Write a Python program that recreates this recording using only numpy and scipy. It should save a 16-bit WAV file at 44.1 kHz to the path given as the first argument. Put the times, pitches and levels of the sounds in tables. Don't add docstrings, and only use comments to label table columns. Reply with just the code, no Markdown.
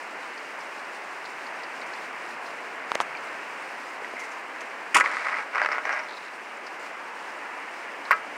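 import sys
import numpy as np
from scipy import signal
from scipy.fft import rfft, irfft
from scipy.io import wavfile
from scipy.ndimage import uniform_filter1d

SR = 44100
rng = np.random.default_rng(int(sys.argv[2]) if len(sys.argv) > 2 else 0)


def int16_out(signal):
    q = np.round(np.clip(np.atleast_2d(signal).T, -1, 1) * 32767)
    wavfile.write(sys.argv[1], SR, q.astype(np.int16))


N = 369116
T = np.arange(N) / SR
AGE = T[:SR // 3]

# (start [s], length [s], grind level [dB])
PUSHES = [(5.051, 0.17, -31.5), (5.261, 0.135, -29.5), (5.55, 0.1, -27), (5.72, 0.054, -29.5),
          (5.874, 0.12, -29)]


def door_blows():
    # (time [s], level [dB], main pitch [Hz], relative snap level [dB])
    blows = [(4.9444, -18, 1860, -12), (4.947, -17.5, 2200, 3.5), (4.9536, -14, 2020, -17),
             (4.959, -11, 980, -28), (4.9668, -16, 1720, 0.5), (4.984, -18.5, 1470, -9),
             (4.999, -18.5, 1420, -6.5), (5.0078, -13, 1880, -29), (5.04, -21.5, 810, -28),
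             (5.0578, -18.5, 1850, -35), (8.1087, -11.5, 1360, -23), (8.115, -14, 1900, -31),
             (8.1287, -19, 1370, -36)]
    # (frequency [Hz], spectral level [dB])
    panel_spectrum = [(70, -29), (200, -37), (500, -8.5), (800, -4), (1100, 3.5), (2100, 2), (2700, -2),
                      (3500, -23), (5200, -17), (8000, -54), (15000, -52)]
    # (frequency [Hz], spectral level [dB])
    latch_spectrum = [(100, -65), (1000, -21), (2600, 13.5), (4000, -5.5), (7500, 0), (10400, -8),
                      (11500, -22), (15500, -27)]
    panel_decay, snap_decay = fade(t60=0.035), fade(t60=0.065)
    out = np.zeros(N)
    for start, db, hz, snap_db in blows:
        panel = colour(short_noise() * panel_decay, panel_spectrum)
        pitched = band(panel, hz, 0.32 * hz, 0.76 * hz)
        body = (unit(pitched) + 0.86 * unit(panel)) * np.sqrt(np.mean(panel_decay ** 2))
        snap = unit(colour(short_noise(), latch_spectrum)) * snap_decay
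        add(out, start, amp(db) * (body + amp(snap_db) * snap))
    thrum = unit(band(short_noise(), 400, 360, 360)) * fade(t60=0.4)
    add(out, blows[0][0], amp(-33.5) * thrum)
    return out + amp(-14.5) * door_ring(out)


def door_scrape():
    # (time [s], peak level [dB])
    catches = [(5.168, -13), (5.266, -15.5), (5.283, -16), (5.368, -21), (5.385, -19), (5.549, -15.5),
               (5.556, -14.5), (5.58, -14), (5.598, -17.5), (5.6168, -9), (5.627, -18), (5.647, -15),
               (5.660, -12), (5.688, -14), (5.7163, -14), (5.782, -13), (5.853, -16), (5.893, -14),
               (5.928, -18), (5.993, -22)]
    # (frequency [Hz], spectral level [dB])
    slip_spectrum = [(100, -44), (300, -22), (600, -4.5), (1250, 3), (2200, 4), (2700, -8), (3400, -24),
                     (5200, -22), (7000, -33.5), (10000, -42), (15000, -64)]
    effort = sum(amp(db) * stroke(start, length) for start, length, db in PUSHES)
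    judder_hz = 62 * (1 + 0.25 * wander(rate=30))
    judder_db = 0.5 * np.sin(2 * np.pi * np.cumsum(judder_hz) / SR)
    grind = unit(colour(patter(rate=1500, spread_db=2), slip_spectrum)) * effort * amp(judder_db)
    slips = np.zeros(N)
    stick_s = 0.004
    for start, db in catches:
        grind *= 1 - 0.5 * np.exp(-((T - start) / stick_s + 1) ** 2)
        slip = colour(short_noise() * fade(t60=0.016), slip_spectrum)
        add(slips, start, amp(db) * unit_peak(slip))
    friction = grind + slips
    return friction + amp(-16.5) * door_ring(friction)


def door_ring(force):
    # (frequency [Hz], level [dB], T60 [s])
    modes = [(305.5, -2.5, 0.5), (455.7, -2.5, 0.45), (620, 0, 0.39), (996, -6, 0.31), (1135, -1, 0.18),
             (1300, 2, 0.19), (1467, 2, 0.11), (1633, 4.5, 0.13), (2010, -12, 0.46), (2030, -1, 0.15),
             (2250, -7, 0.13), (2400, 0.5, 0.13), (3200, -17, .09), (4700, -2, 0.12), (5170, -19, 0.12)]
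    ring = sum(amp(db) * fade(t60) * np.sin(2 * np.pi * hz * AGE) for hz, db, t60 in modes)
    return signal.fftconvolve(force, ring / np.linalg.norm(ring))[:len(force)]


def seal_brush():
    # (frequency [Hz], spectral level [dB])
    spectrum = [(300, -23), (3400, 2), (5000, 0), (6500, -6), (9000, -8), (11000, -23), (15000, -34)]
    brush = unit(colour(patter(rate=870, spread_db=1), spectrum))
    return amp(-46) * brush * stroke(start=PUSHES[0][0], length=0.38, sag_db_per_s=21)


def hinge():
    scratch = unit(band(patter(rate=220, spread_db=2), 3970, 1240, 1240))
    return amp(-47.5) * scratch * stroke(start=6.095, length=0.19, sag_db_per_s=45)


def squeaks():
    # (time [s], level [dB], pitch [Hz], length [s])
    events = [(3.145, -37, 2320, 0.017), (4.146, -41, 2110, 0.15), (5.623, -46, 4670, 0.02),
              (5.717, -41, 5260, 0.012), (5.849, -50, 5860, 0.013), (5.918, -47.5, 5600, .025),
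              (5.988, -46.5, 5200, 0.011), (6.03, -53.5, 5500, .012), (8.1095, -42, 8000, 0.0022),
              (8.113, -39, 13100, 0.0029)]
    out = np.zeros(N)
    for start, db, hz, length in events:
        squeak = band(burst(length), hz, 0.084 * hz, 0.25 * hz)
        add(out, start, amp(db) * unit_over(squeak, length))
    return out


def taps():
    # (time [s], ring peak level [dB], pitch [Hz], T60 [s], relative click level [dB])
    events = [(2.9178, -7.5, 1210, 0.0033, -4), (2.9543, -15.5, 616, 0.0098, 5),
              (3.0029, -6, 1100, 0.005, -3), (4.021, -30, 497, 0.018, -14),
              (4.046, -21.5, 1990, 0.012, -22), (4.137, -27.5, 590, .01, -9), (4.562, -25, 1660, .007, -16),
              (4.617, -22, 1780, 0.0063, -16)]
    click = band(band(fade(t60=0.0004), 2000, 1100), 2700, 5500)
    out = np.zeros(N)
    for start, db, hz, t60, click_db in events:
        ring = band(np.sin(2 * np.pi * hz * AGE) * fade(t60), hz, 1.15 * hz)
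        add(out, start, amp(db) * (unit_peak(ring) + amp(click_db) * unit_peak(click)))
    return out


def rustles():
    # (time [s], hiss level [dB], length [s], relative rub level [dB])
    events = [(1.858, -55, 0.033, -10), (2.95, -33.5, 0.0047, 2), (3.005, -40, 0.016, 11.5),
              (4.191, -47.5, 0.029, -2), (4.232, -51.5, 0.028, -5), (4.31, -54, 0.033, -8),
              (4.603, -49, 0.022, 8)]
    # (frequency [Hz], spectral level [dB])
    skin_spectrum = [(200, -22), (1500, 1), (3800, -3), (6300, 5), (9000, -6), (11500, -12), (15500, -37)]
    out = np.zeros(N)
    for start, db, length, rub_db in events:
        hiss = colour(burst(length), skin_spectrum)
        rub = band(band(burst(length), 930, 1000), 940, 1400)
        add(out, start, amp(db) * (unit_over(hiss, length) + amp(rub_db) * unit_over(rub, length)))
    return out


def drops():
    # (time [s], peak level [dB], pitch [Hz])
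    impacts = [(0.377, -36.5, 4930), (0.606, -37.5, 5100), (1.2545, -35.5, 4300), (1.4656, -39, 4480),
               (1.6337, -37, 4500), (1.815, -36.5, 4190), (1.936, -34.5, 4540), (2.462, -38, 4400),
               (3.1712, -36, 4580), (6.6657, -33.5, 4740), (8.0511, -36, 4360)]
    out = np.zeros(N)
    for start, db, hz in impacts:
        splat = band(short_noise() * fade(t60=0.054), hz, 1100, 1400)
        add(out, start, amp(db) * unit_peak(splat))
    return out


def wind(gust_db):
    # (frequency [Hz], spectral level [dB])
    spectrum = [(30, -25), (85, -40.5), (150, -22.5), (280, -8), (460, -5.5), (680, -2.5), (980, 0),
                (1280, -2.5), (1600, -1.5), (2170, -3), (2800, -9.5), (3350, -22.5), (4600, -57),
                (8000, -56)]
    roar = unit(colour(rng.standard_normal(N), spectrum))
    eddies = sum(band(roar, hz, hz / 2) * wander(rate=7) for hz in (250, 530, 1000, 2000))
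    rumble = unit(band(rng.standard_normal(N), 157, 80, 80))
    return (roar + 0.056 * eddies) * amp(-37 + gust_db) + rumble * amp(-77.5 + 8.1 * gust_db)


def rain(gust_db):
    # (frequency [Hz], spectral level [dB])
    spectrum = [(100, -26), (2000, -16), (3400, -1), (5000, 1), (6400, -4), (9000, -7.5), (11300, -18),
                (15500, -21.5)]
    near = unit(patter(rate=700, spread_db=5))
    hiss = unit(colour(rng.standard_normal(N) + 0.37 * near, spectrum))
    drips = sum(amp(db) * unit(band(patter(rate=16, spread_db=4), hz, 600, 1100))
                for hz, db in [(4000, -17), (5000, -18), (7400, -19.5), (8800, -22)])
    rain_easing_db = np.interp(T, [4.2, 4.52], [0, -0.9])
    flicker_db = 1.13 * wander(rate=23)
    return (hiss + drips) * amp(-54.2 + 0.7 * gust_db + rain_easing_db + flicker_db)


def amp(db):
    return 10 ** (np.asarray(db) / 20)


def unit(x):
    return x / np.sqrt(np.mean(x ** 2))


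def unit_peak(x):
    return x / np.abs(x).max()


def unit_over(x, length):
    return x * np.sqrt(length * SR) / np.linalg.norm(x)


def add(out, start, x):
    i = int(start * SR)
    out[i:i + len(x)] += x[:N - i]


def fade(t60):
    return np.exp(-np.log(1000) * AGE / t60)


def stroke(start, length, sag_db_per_s=0):
    attack_s, coast_t60_s = 0.027, 0.21
    age = T - start
    rise = np.clip(1 + age / attack_s, 0, 1)
    hold = amp(-sag_db_per_s * np.clip(age, 0, length))
    coast = np.exp(-np.log(1000) * np.maximum(age - length, 0) / coast_t60_s)
    return rise * hold * coast


def band(x, hz, *widths_hz):
    for width_hz in widths_hz:
        x = signal.lfilter(*signal.iirpeak(hz, hz / width_hz, fs=SR), x)
    return x


def colour(x, spectrum, size=4096):
    hz, db = np.transpose(spectrum)
    bin_hz = np.arange(size // 2 + 1) * SR / size
    log_gain = np.log(amp(np.interp(np.log(bin_hz + 1), np.log(hz), db)))
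    cepstrum = irfft(log_gain)[:size // 2]
    cepstrum[1:] *= 2
    impulse_response = irfft(np.exp(rfft(cepstrum, size)))
    return signal.fftconvolve(x, impulse_response)[:len(x)]


def wander(rate):
    step = int(SR / rate)
    points = rng.standard_normal(N // step + 2)
    drift = np.interp(np.arange(N) / step, np.arange(len(points)), points)
    return unit(uniform_filter1d(drift, step // 2))


def patter(rate, spread_db):
    sizes = amp(spread_db * np.clip(rng.standard_normal(N), -2, 2))
    return (rng.random(N) < rate / SR) * sizes * rng.choice([-1, 1], N)


def short_noise():
    return rng.standard_normal(len(AGE))


def burst(length):
    progress = AGE / length
    return short_noise() * np.minimum(progress * 4, 1) * np.exp(-progress ** 2)


def scene():
    # (time [s], level above the usual wind [dB])
    gusts = [(0, -0.2), (1.25, -0.2), (1.85, 1.2), (2.7, 0.5), (3.2, 1.4), (3.8, 0), (4.15, 0.1),
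             (4.5, -0.1), (6.35, -1.5), (7.0, -0.4), (8.35, 0.5)]
    gust_db = np.interp(T, *np.transpose(gusts))
    storm = wind(gust_db) + rain(gust_db) + drops()
    close_sounds = taps() + rustles()
    door = door_blows() + door_scrape() + seal_brush() + hinge() + squeaks()
    return (storm + close_sounds + door)[None]


def record(dry):
    highpass = signal.butter(2, 110, "highpass", fs=SR, output="sos")
    lowpass = signal.ellip(10, 0.2, 70, 15800, fs=SR, output="sos")
    rounded = np.tanh(signal.sosfilt(highpass, dry))
    return signal.sosfilt(lowpass, rounded)


dry = scene()
out = record(dry)
int16_out(out)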